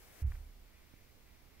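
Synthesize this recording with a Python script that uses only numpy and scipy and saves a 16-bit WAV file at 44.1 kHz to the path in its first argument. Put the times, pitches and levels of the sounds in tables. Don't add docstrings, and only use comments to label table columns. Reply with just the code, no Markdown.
import sys
import numpy as np
from scipy.fft import rfft, irfft, next_fast_len
from scipy.io import wavfile

SR = 44100
rng = np.random.default_rng(int(sys.argv[2]) if len(sys.argv) > 2 else 0)


def transcribe(signal):
    frames = np.atleast_2d(signal).T
    limited = np.clip(frames, -1, 1)
    pcm = np.round(limited * 32767).astype(np.int16)
    wavfile.write(sys.argv[1], SR, pcm)


N = 70560

# freq_hz, gain_db
RUMBLE_SPECTRUM = [(8, -3.5), (20, 5), (40, -4), (52, -0.5), (68, 3.5), (90, -10), (112, -7), (150, -22),
                   (300, -41)]
AIR_SPECTRUM = [(130, 3), (280, 0), (420, -7), (800, -12), (1400, -15.5), (3000, -28.5), (6000, -37),
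                (15000, -72)]
# freq_hz, left_minus_right_db
AIR_BALANCE = [(100, 1.5), (350, -6), (1000, -0.5), (3000, 11)]
# freq_hz, correlation
AIR_CORRELATION = [(100, 0.38), (300, 0.38), (1000, 0.62), (4000, 0.17)]
# pitch_hz, rms_db
HUM_TONES = [(442, -90), (825, -98), (2114, -100)]
# freq_hz, gain_db
HISS_SPECTRUM = [(100, 10), (1000, 2.5), (2500, -1), (3500, 1.5), (5500, 0), (7500, -7.5), (9500, -14),
                 (12000, -2), (15500, -2.5)]
SHEEN_SPECTRUM = [(800, -27), (1600, -5), (2100, 3.5), (2450, 0.5), (3100, -8.5), (6000, -24), (12000, -57)]
# time_s, gain_db
SHEEN_SWELL = [(0, -0.5), (.19, 3.5), (.4, -4), (.53, -6), (.66, -1), (.78, 3), (.93, -0.5), (1.02, 1),
               (1.16, -5), (1.32, 2), (1.46, -3), (1.58, 2.5)]
# freq_hz, left_minus_right_db
HISS_BALANCE = [(1000, -5.5), (5000, -0.5), (9000, -6), (14000, 1.5)]
RUB_BALANCE = [(300, 2), (2500, 1), (5000, 7.5), (9000, 7), (14000, 8.5)]
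# time_s, level_db
RUB_LEVELS = [(0, -61.5), (.12, -61.5), (.21, -58), (.23, -58), (.25, -68.5), (.27, -64.5), (.31, -64),
              (.36, -64), (.42, -68), (.55, -71)]
# freq_hz, gain_db
RUB_SPECTRUM = [(100, -27.5), (330, -1), (600, -3.5), (1100, -8), (2200, -7.5), (3700, -15), (8000, -13.5),
                (15500, -13.5)]
DRAG_SPECTRUM = [(40, -18.5), (80, 0), (98, -1), (120, -13.5), (170, -28.5), (400, -99), (1000, -120)]
SCUFF_SPECTRUM = [(200, -16), (700, -19), (1300, 13), (2400, 5), (3300, -34), (15000, -33)]
# start_s, level_db
HAND_KNOCKS = [(0.222, -34.5), (0.248, -33), (0.2677, -34), (.322, -51.5), (.402, -58.5), (0.446, -57),
               (0.568, -65)]
CASING_TICKS = [(.3206, -50), (0.3231, -59), (0.3511, -56), (0.3556, -53)]
# pitch_hz, gain_db, t60_s
THUMP_MODES = [(18.9, -4.5, 0.48), (34.62, -4.5, 0.99), (68.33, 0.5, 0.39), (74.56, 3.5, 0.38),
               (103, 2.5, 0.09)]
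TICK_MODES = [(1000, -8.5, 0.004), (1420, -1.5, 0.0073), (1870, -3, 0.015), (2300, -7, 0.011)]
# start_s, end_s, gain_db
TREBLE_DIPS = [(0.229, 0.262, -10.5), (0.2245, 0.298, -27)]


def amp(db):
    return 10 ** (np.asarray(db) / 20)


def since(start_s):
    return np.maximum(np.arange(N) / SR - start_s, 0)


def envelope(points):
    return amp(np.interp(since(0), *np.transpose(points)))


def pan(left_minus_right_db):
    return amp(np.array([[.5], [-.5]]) * left_minus_right_db)


def curve(points, hz):
    if np.ndim(points) == 0:
        return points
    freqs, values = np.transpose(points)
    return np.interp(np.log(hz + 1), np.log(freqs + 1), values)


def filtered(x, response):
    size = next_fast_len(N + SR // 2)
    return irfft(rfft(x, size) * response(np.fft.rfftfreq(size, 1 / SR)), size)[..., :N]


def noise(spectrum, correlation, balance_db):
    size = next_fast_len(N + 8192)
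    hz = np.fft.rfftfreq(size, 1 / SR)
    width = np.arccos(curve(correlation, hz)) / 2
    mid, side = rfft(rng.standard_normal((2, size))) * amp(curve(spectrum, hz))
    mid, side = mid * np.cos(width), side * np.sin(width)
    channels = np.array([mid + side, mid - side]) * pan(curve(balance_db, hz))
    stereo = irfft(channels, size)[:, :N]
    return stereo / np.sqrt(np.mean(stereo ** 2))


def room_tone():
    rumble = amp(-63.5) * noise(RUMBLE_SPECTRUM, correlation=0.92, balance_db=-9.5)
    air = amp(-69) * noise(AIR_SPECTRUM, AIR_CORRELATION, AIR_BALANCE)
    hum = sum(amp(db) * np.sqrt(2) * np.sin(2 * np.pi * (hz * since(0) + rng.random()))
              for hz, db in HUM_TONES)
    return rumble + air + hum


def microphone_hiss():
    return amp(-68.5) * noise(HISS_SPECTRUM, correlation=0.0053, balance_db=HISS_BALANCE)


def sheen():
    return amp(-75) * envelope(SHEEN_SWELL) * noise(SHEEN_SPECTRUM, correlation=1, balance_db=0.29)


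def grip_rub():
    return envelope(RUB_LEVELS) * noise(RUB_SPECTRUM, correlation=0.32, balance_db=RUB_BALANCE)


def handling_thump(rise_s=0.0038, low_cut_hz=8, high_cut_hz=120.6):
    swing = np.zeros(N)
    for start_s, level_db in HAND_KNOCKS:
        t = since(start_s)
        attack = 1 - np.exp(-t / rise_s)
        for hz, gain_db, t60_s in THUMP_MODES:
            swing += attack * amp(level_db + gain_db - 60 * t / t60_s) * np.sin(2 * np.pi * hz * t)
    microphone_rolloff = lambda hz: 1j * hz / (1j * hz + low_cut_hz)
    hand_damping = lambda hz: 1 / np.sqrt(1 + (hz / high_cut_hz) ** 8)
    return filtered(swing, lambda hz: microphone_rolloff(hz) * hand_damping(hz))


def hand_drag(peak_s=0.32, half_width_s=0.068):
    swell = np.exp(-((since(0) - peak_s) / half_width_s) ** 2)
    return amp(-51.5) * swell * noise(DRAG_SPECTRUM, correlation=0.98, balance_db=0)


def casing_ticks(scuff_gain_db=-14.5, scuff_fade_s=0.0062):
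    ring, scuff = np.zeros(N), np.zeros(N)
    for start_s, level_db in CASING_TICKS:
        t = since(start_s)
        for hz, gain_db, t60_s in TICK_MODES:
            ring += amp(level_db + gain_db - 60 * t / t60_s) * np.sin(2 * np.pi * hz * t)
        scuff += amp(level_db + scuff_gain_db) * np.exp(-np.abs(since(0) - start_s) / scuff_fade_s)
    return ring + scuff * noise(SCUFF_SPECTRUM, correlation=0.68, balance_db=1.1)


def finger_pat(start_s=0.939, rise_s=0.00098):
    age = since(start_s) / rise_s
    return amp(-49.5) * age * np.exp(1 - age)


def scene():
    background = room_tone() + microphone_hiss() + sheen()
    handling = grip_rub() + pan(-3.5) * (handling_thump() + hand_drag()) + casing_ticks()
    return background + handling + pan(-14.5) * finger_pat()


def record(dry):
    crossover_hz, ramp_s = 2760, 0.01
    left_lag_s, band_limit_hz = 0.00007, 15750
    treble = filtered(dry, lambda hz: 1 - 1 / (1 + (hz / crossover_hz) ** 8))
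    ramp = lambda centre_s: np.minimum(since(centre_s - ramp_s / 2) / ramp_s, 1)
    treble_gain = np.array([amp(db * (ramp(start) - ramp(end))) for start, end, db in TREBLE_DIPS])
    dipped = dry + (treble_gain - 1) * treble
    delay_s = np.array([[.5], [-.5]]) * left_lag_s
    return filtered(dipped, lambda hz: (hz < band_limit_hz) * np.exp(-2j * np.pi * hz * delay_s))


dry = scene()
out = record(dry)
transcribe(out)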